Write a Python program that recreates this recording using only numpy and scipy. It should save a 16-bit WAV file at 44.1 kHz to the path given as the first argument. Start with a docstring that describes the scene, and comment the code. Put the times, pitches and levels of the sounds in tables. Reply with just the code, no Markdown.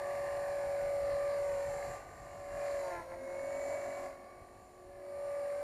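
"""Electric model helicopter over grass

A small electric helicopter lifts off a grass field, climbs, pirouettes and flies away.
One rotor shaft times it all: a whining drive, thrumming blades that chop whine and air, a humming tail, gears.
The tail rotor rasps when it pushes hard. A delayed ground bounce with a moving lag sweeps a comb through the sound.
Wind noise buffets the microphone, the field rushes faintly and the camera adds a thin whistle."""
import sys
import numpy as np
from scipy import signal
from scipy.fft import rfft, irfft
from scipy.io import wavfile
from scipy.ndimage import uniform_filter1d

SR = 44100
rng = np.random.default_rng(int(sys.argv[2]) if len(sys.argv) > 2 else 0)


def pcm_store(signal):
    """Save signal as 16-bit PCM."""
    levels = np.round(np.clip(np.atleast_2d(signal), -1, 1) * 32767)
    wavfile.write(sys.argv[1], SR, levels.astype(np.int16).T)


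N = 248267
T = np.arange(N) / SR
WHINE_PER_TURN = 25  # whine cycles per turn of the main rotor

# aim of the sound as the body turns: (time [s], whine level [dB], gear level [dB])
FACING = [(0, 2, 1), (1.1, -.5, 0.5), (1.75, -2.5, 5.5), (2.4, -0.5, 5), (2.76, 1.5, 6), (2.89, -1.5, 3),
          (2.99, -12, -2), (3.08, -1.5, -3), (3.28, 0, 5), (3.6, -1, 7.5), (4.05, -1, 5), (4.3, 2.5, -1.5),
          (4.68, -2.5, 4.5), (5.0, -0.5, -1), (5.63, 0, 1.5)]


def undb(db):
    """Decibels to gain."""
    return 10 ** (np.asarray(db) / 20)


def curves(table):
    """Each column of a table, joined by straight lines in time."""
    time_s, *columns = np.transpose(table)
    return [np.interp(T, time_s, column) for column in columns]


def walk(rate_hz):
    """Smooth random motion of unit spread: noise rolled off steeply above rate_hz."""
    f = np.fft.rfftfreq(N, 1 / SR)
    x = irfft(rfft(rng.standard_normal(N)) / (1 + (f / rate_hz) ** 4), N)
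    return x / x.std()


def noise(colour):
    """Noise of unit rms, its spectrum joined in dB over log frequency."""
    hz, db = np.transpose(colour)
    f = np.fft.rfftfreq(N, 1 / SR) + 1
    gain = undb(np.interp(np.log(f), np.log(hz), db))
    ends = np.minimum(f / hz[0], 1) ** 2 * np.minimum(hz[-1] / f, 1) ** 2
    x = irfft(rfft(rng.standard_normal(N)) * gain * ends, N)
    return x / x.std()


def swell(at_s, half_s, order=2):
    """A rise from 0 to 1 and back around a moment; higher orders hold the top."""
    return np.exp(-np.abs((T - at_s) / half_s) ** order)


def bank():
    """How far the rotor disc is tipped towards the listener, 0-1."""
    # banked turns: (middle [s], half length [s], depth [0-1])
    banks = [(3.614, 0.53, 1), (4.294, 0.16, 0.3), (5.3, 0.3, 0.23)]
    return sum(depth * swell(at_s, half_s, order=6) for at_s, half_s, depth in banks)


def lines(angle, table, waver_db, waver_hz):
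    """Partials locked to a shaft, each wavering in level on its own."""
    out = 0
    for order, db in table:
        gain = undb(db + waver_db * walk(waver_hz))
        out = out + gain * np.cos(order * angle + rng.uniform(0, 2 * np.pi))
    return np.sqrt(2) * out


def chop(turn, depth):
    """A swell each time one of the two main blades passes; unit rms."""
    gate = np.exp(depth * (np.cos(turn) ** 2) ** 3)
    return gate / np.sqrt(np.mean(gate ** 2))


def over_grass(x, bounce, dull_hz):
    """Direct sound plus its later bounce off the ground, which swallows the treble."""
    # grows with height, shrinks with distance: (time [s], lag of the bounce [ms])
    ground_lag = [(0.0, 1.09), (0.5, 1.177), (1.0, 1.43), (1.5, 2.01), (2.0, 2.57), (2.5, 2.886),
                  (3.0, 3.044), (3.4, 3.176), (3.75, 2.99), (4.1, 2.854), (4.6, 2.62), (5.0, 2.95),
                  (5.3, 3.4), (5.63, 3.85)]
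    lag_ms, = curves(ground_lag)
    soft = signal.sosfiltfilt(signal.butter(1, dull_hz, fs=SR, output="sos"), x)
    echo = np.interp(T - lag_ms / 1000, T, soft, left=0)
    return (x + bounce * echo) / np.sqrt(1 + bounce ** 2 / 2)


def whistle(sound, shut_db, open_db, depth_db):
    """The camera's electronic whistle, held down by its noise suppressor when the sound is quiet."""
    whistle_hz, flip_hz = 9515.5, 36.5
    level_db = 10 * np.log10(uniform_filter1d(sound ** 2, SR // 20) + 1e-12)
    shut = np.clip((open_db - level_db) / (open_db - shut_db), 0, 1)
    # the phase flips to and fro, which splits the even tone into a comb
    flip = np.tanh(12 * np.sin(2 * np.pi * flip_hz * T))
    return np.cos(2 * np.pi * whistle_hz * T + 1.4 * flip) * undb(-depth_db * shut)


def field():
    """Faint, far-off rush of the open field with a smooth hiss: coloured noise, barely wavering."""
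    # far-off rush: (frequency [Hz], level [dB per Hz])
    field_colour = [(60, -28), (220, 8.5), (300, 10.5), (700, 10.5), (1500, -9.5), (3000, -16.5),
                    (6000, -34), (13000, -21.5), (14400, -20)]
    return undb(-63 + 0.29 * walk(2.7)) * noise(field_colour)


def breeze():
    """Low buffeting of the microphone: a light wind that swells and dies down, with short gusts."""
    # wind rumble: (frequency [Hz], level [dB per Hz])
    wind_colour = [(15, -25), (30, 2.5), (55, 2), (100, -0.5), (150, -6), (230, -13.5), (500, -18.5),
                   (1500, -60)]
    # gusts on the microphone: (time [s], peak level [dB])
    gust_peaks = [(.67, -53), (.85, -51), (1.04, -52), (1.14, -53), (1.68, -51), (1.88, -50.5), (2.13, -67),
                  (2.33, -68), (2.55, -54), (4.42, -59), (4.55, -67)]
    gust_half_s = 0.034
    light = undb(-65.5 + 7.5 * swell(at_s=1.8, half_s=1.6) + 2.6 * walk(9.4))
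    gusts = sum(undb(db) * swell(at_s, gust_half_s) for at_s, db in gust_peaks)
    return np.hypot(light, gusts) * noise(wind_colour)


def gears(turn, hiss_db):
    """Tooth tones with a little backlash, a sizzle that pulses with the rotor, and smooth hiss."""
    # gear teeth: (multiple of the rotor's turn, level [dB])
    teeth = [(179.7, -1), (187.5, -5), (200, -2), (212, -1)]
    # shrill teeth chopped by the blades: (multiple of the rotor's turn, level [dB])
    teeth_chopped = [(298, -7), (304, -7), (306, -6), (310, -4), (314, -8), (316, -6), (320, -1), (323, -5),
                     (327, -6), (335, -5)]
    # rasp, sizzle and hiss of the machinery: (frequency [Hz], level [dB per Hz])
    rasp_colour = [(3500, -10.5), (3850, -5.5), (4150, 1.5), (4750, 0), (4900, -19), (5100, -3),
                   (5600, -21)]
    sizzle_colour = [(5800, -11), (6500, -15), (6800, 3), (7350, -4), (7700, -2), (8100, -40), (9500, -50)]
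    hiss_colour = [(2500, 9.5), (3400, -1.5), (4800, -5), (5400, 6), (6200, 1), (6450, -12.5), (8050, 0),
                   (8450, 5.5), (8900, -0.5), (10300, 1), (11000, 2.5), (11800, -1.5), (13100, -0.5),
                   (14400, -16)]
    # the main gear bites as the blades take load: (time [s], half length [s], rise [dB])
    gear_bites = [(1.13, 0.078, 5), (1.32, 0.053, 7), (2.695, 0.084, 4.5)]

    _, facing_db = curves(FACING)
    rasp_db = 1 + sum(db * swell(at_s, half_s) for at_s, half_s, db in gear_bites)
    slack = turn + 0.0011 * walk(23)  # backlash [rad]
    sizzle = undb(-10.5) * lines(slack, teeth_chopped, waver_db=4.0, waver_hz=2.0)
    sizzle += undb(-2.0) * noise(sizzle_colour) * chop(turn, depth=0.31)
    rasp = undb(-10.0) * lines(slack, teeth, waver_db=3.0, waver_hz=7.4) + noise(rasp_colour)
    hiss = undb(6.5) * noise(hiss_colour)
    return undb(hiss_db) * (undb(facing_db) * sizzle + undb(rasp_db) * rasp + hiss)


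def tail_rotor(turn, rush_db, hiss_db):
    """A hum that turns to a rasp when the tail pushes hard; the main rotor's wake shakes it."""
    # hum: (time [s], level [dB])
    tail_hum = [(0, -57.5), (1.25, -60), (1.7, -77), (2.1, -75), (2.7, -69.5), (3.3, -61), (3.55, -67.5),
                (4.05, -62), (4.4, -69), (5.18, -59.5), (5.6, -70.5)]
    # hard pushes: (time [s], half length [s], rasp level [dB])
    tail_kicks = [(1.549, 0.15, -57.5), (2.877, 0.06, -52), (2.973, 0.055, -49.5), (3.13, 0.032, -57),
                  (3.332, 0.057, -60.5), (3.92, .17, -68)]
    # tail blade pulses under load: (harmonic, level [dB])
    tail_rasp = [(2, 1), (3, -4), (4, -7), (5, -10), (6, -10), (7, -20)]
    tail_per_turn = 16.26  # hum cycles per turn of the main rotor
    octave_over_hiss_db, rasp_over_rush_db = 13.5, -12.5

    hum_db, = curves(tail_hum)
    push = sum(undb(db) * swell(at_s, half_s) for at_s, half_s, db in tail_kicks)
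    angle = tail_per_turn * turn
    shake = 0.45 * walk(37)  # [rad]
    hum = (undb(hum_db + walk(6.8)) + undb(-9.5) * push) * np.cos(angle + shake / 2)
    octave = undb(hiss_db + octave_over_hiss_db) + undb(-4) * push
    hum += octave * (1 + 0.3 * walk(25)) * np.cos(2 * (angle + shake))
    rasp = lines(angle + shake / 4, tail_rasp, waver_db=2, waver_hz=22)
    rasp += undb(3.5) * np.cos(angle + WHINE_PER_TURN * turn)  # the tail blades also chop the whine
    return np.sqrt(2) * hum + np.hypot(push, undb(rush_db + rasp_over_rush_db)) * rasp


def main_rotor(turn, rush_db, hiss_db):
    """Blades thrum, slap in the bank, chop the drive's sound into a buzz and shed air in puffs."""
    # blade pulses: (multiple of the rotor's turn, level [dB])
    blade_pulses = [(4, -1), (10, -7), (12, 0), (14, -9), (16, -3)]
    # lines of the drive chopped by the blades, low and high: (multiple of the rotor's turn, level [dB])
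    buzz_low = [(21, -11), (28, -8), (31, -4), (33, -7), (35, -10), (37, -12), (39, -17), (41, -16),
                (44, -14), (46, -8), (48, -10), (54, -12)]
    buzz_high = [(65, -17), (67, -15), (69, -16), (71, -14), (73, -13), (77, -11), (79, -11), (81, -11),
                 (83, -17), (90, -13), (92, -15), (106, -17), (121, -22), (125, -22)]
    # air shed by the blades, low and high: (frequency [Hz], level [dB per Hz])
    wash_colour = [(120, -3), (280, -18.5), (420, -6.5), (560, -8), (750, 3.5), (900, -7.5), (1100, -10.5),
                   (1400, -13.5), (2500, -54)]
    swish_colour = [(600, 10), (1000, -7), (1350, -3.5), (1800, 2.5), (2150, 3.5), (2450, -10),
                    (2800, -17.5), (3300, -33), (4500, -41)]
    wash_over_hiss_db, rush_over_hiss_db = 18.5, 13
    wash_follow = 0.59  # share by which the wash follows the rush instead of the hiss
    bank_slap_db, bank_wash_db = 14, 2  # rises in a full bank

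    thrum = undb(-73.5) * lines(turn, blade_pulses[:1], waver_db=1.5, waver_hz=11)
    slap_gain = undb(-79 + bank_slap_db * bank())
    slap = slap_gain * lines(turn, blade_pulses[1:], waver_db=4.5, waver_hz=15)
    wash = undb(-6.0) * lines(turn, buzz_low, waver_db=3.0, waver_hz=3.5)
    wash += undb(-3.5) * noise(wash_colour) * chop(turn, depth=0.096)
    swish = undb(-4.5) * lines(turn, buzz_high, waver_db=4.0, waver_hz=5.9) * chop(turn, depth=0.37)
    swish += undb(0.73) * noise(swish_colour) * chop(turn, depth=1.05)
    wash_db = hiss_db + wash_over_hiss_db + bank_wash_db * bank()
    wash_db += wash_follow * (rush_db - hiss_db - rush_over_hiss_db)
    air = undb(wash_db) * wash + undb(rush_db) * swish
    return thrum + slap + over_grass(air, bounce=0.39, dull_hz=4200)


def drive(turn, whine_hz, hiss_db):
    """Whine with harmonics and blade-rate sidebands, combed by the ground bounce; shrill overtones on top."""
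    # (harmonic of the whine, offset [blade rates], level over the hiss [dB], rise in a full bank [dB])
    drive_lines = [(1, -1, 13, 6), (1, 1, 13.5, 7.5), (1, 2, 10.5, 3.5), (2, 0, 10.5, 1.5), (2, 1, 13.5, 1),
                   (3, 0, 6, -1), (4, 0, 2.5, 13.5)]
    # the motor's shrill overtones: (harmonic, level over the hiss [dB], share of the gears' facing)
    shrill_lines = [(11, -13.5, 1.5), (12, -9.5, 0.19), (13, -4.5, 1.2)]
    frame_ring_hz, frame_width_hz, frame_ring_db = 5950, 110, 7

    whine_db, gears_db = curves(FACING)
    angle = WHINE_PER_TURN * turn
    tone = undb(32.5) * (1 + 0.027 * walk(37)) * np.cos(angle)  # fundamental, over the hiss
    for k, blades, db, bank_db in drive_lines:
        gain = undb(db + bank_db * bank() + 1.73 * walk(13))
        # two blades pass per turn
        tone += gain * np.cos(k * angle + 2 * blades * turn + rng.uniform(0, 2 * np.pi))
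    tone = undb(whine_db) * over_grass(tone, bounce=1.0, dull_hz=1420)
    # the shrill overtones flutter with each blade and blur with the backlash
    slack = angle + 0.055 * walk(35)
    for k, db, share in shrill_lines:
        # each swells as it slides through a resonance of the frame
        ring_db = frame_ring_db / (1 + ((k * whine_hz - frame_ring_hz) / frame_width_hz) ** 2)
        gain = undb(db + share * gears_db + ring_db + 1.6 * walk(4.7))
        tone += gain * np.cos(k * slack) * chop(turn, depth=0.45)
    return np.sqrt(2) * undb(hiss_db) * tone


def scene():
    """One rotor shaft times every part of the helicopter; breeze and field lie under it."""
    # the motor hunts a little and sags in the pirouette: (time [s], pitch of the whine [Hz])
    speed = [(0, 568), (.6, 568.7), (.7, 565), (.86, 568.8), (1.1, 566.3), (1.3, 570.2), (1.5, 568),
             (1.58, 561.5), (1.68, 568.7), (1.86, 567), (2.15, 570.6), (2.66, 570.8), (2.82, 563),
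             (3.0, 523.5), (3.16, 534.7), (3.6, 564), (3.98, 564.8), (4.16, 555.5), (4.5, 562),
             (4.78, 556.7), (4.96, 567), (5.46, 571.2), (5.63, 575.7)]
    # most parts follow these two: (time [s], blades' rush level [dB], machinery's hiss level [dB])
    levels = [(0.03, -53.5, -69.5), (0.07, -53.5, -68.5), (0.4, -52.5, -69), (1.02, -55, -69),
              (1.35, -52, -70), (1.42, -55, -69), (1.95, -53, -69), (2.05, -61, -77), (2.47, -60.5, -75),
              (2.63, -53, -69.5), (2.85, -55, -69), (2.96, -51.5, -70), (3.07, -62.5, -75.5),
              (3.13, -54.5, -74.5), (3.16, -61, -77), (3.74, -53.5, -69.5), (3.78, -53.5, -71.5),
              (4.06, -57.5, -71), (4.17, -65, -80), (4.78, -73.5, -82), (4.98, -69, -81),
              (5.27, -59.5, -74.5), (5.6, -58.5, -73)]
    whine_hz, = curves(speed)
    rush_db, hiss_db = curves(levels)
    unsteady_hz = whine_hz * (1 + 0.000701 * walk(12.1))
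    turn = 2 * np.pi * np.cumsum(unsteady_hz) / WHINE_PER_TURN / SR  # rotor angle [rad]
    small_parts = tail_rotor(turn, rush_db, hiss_db) + gears(turn, hiss_db)
    helicopter = over_grass(small_parts, bounce=0.29, dull_hz=3380)
    helicopter += main_rotor(turn, rush_db, hiss_db) + drive(turn, whine_hz, hiss_db)
    return (field() + breeze() + helicopter)[None]


def record(dry):
    """The camera adds its whistle and cuts the top."""
    top_hz = 14200
    sound = dry + undb(-66.5) * whistle(dry[0], shut_db=-49, open_db=-38.5, depth_db=9.0)
    return signal.sosfilt(signal.ellip(8, .2, 70, top_hz, fs=SR, output="sos"), sound)


dry = scene()
out = record(dry)
pcm_store(out)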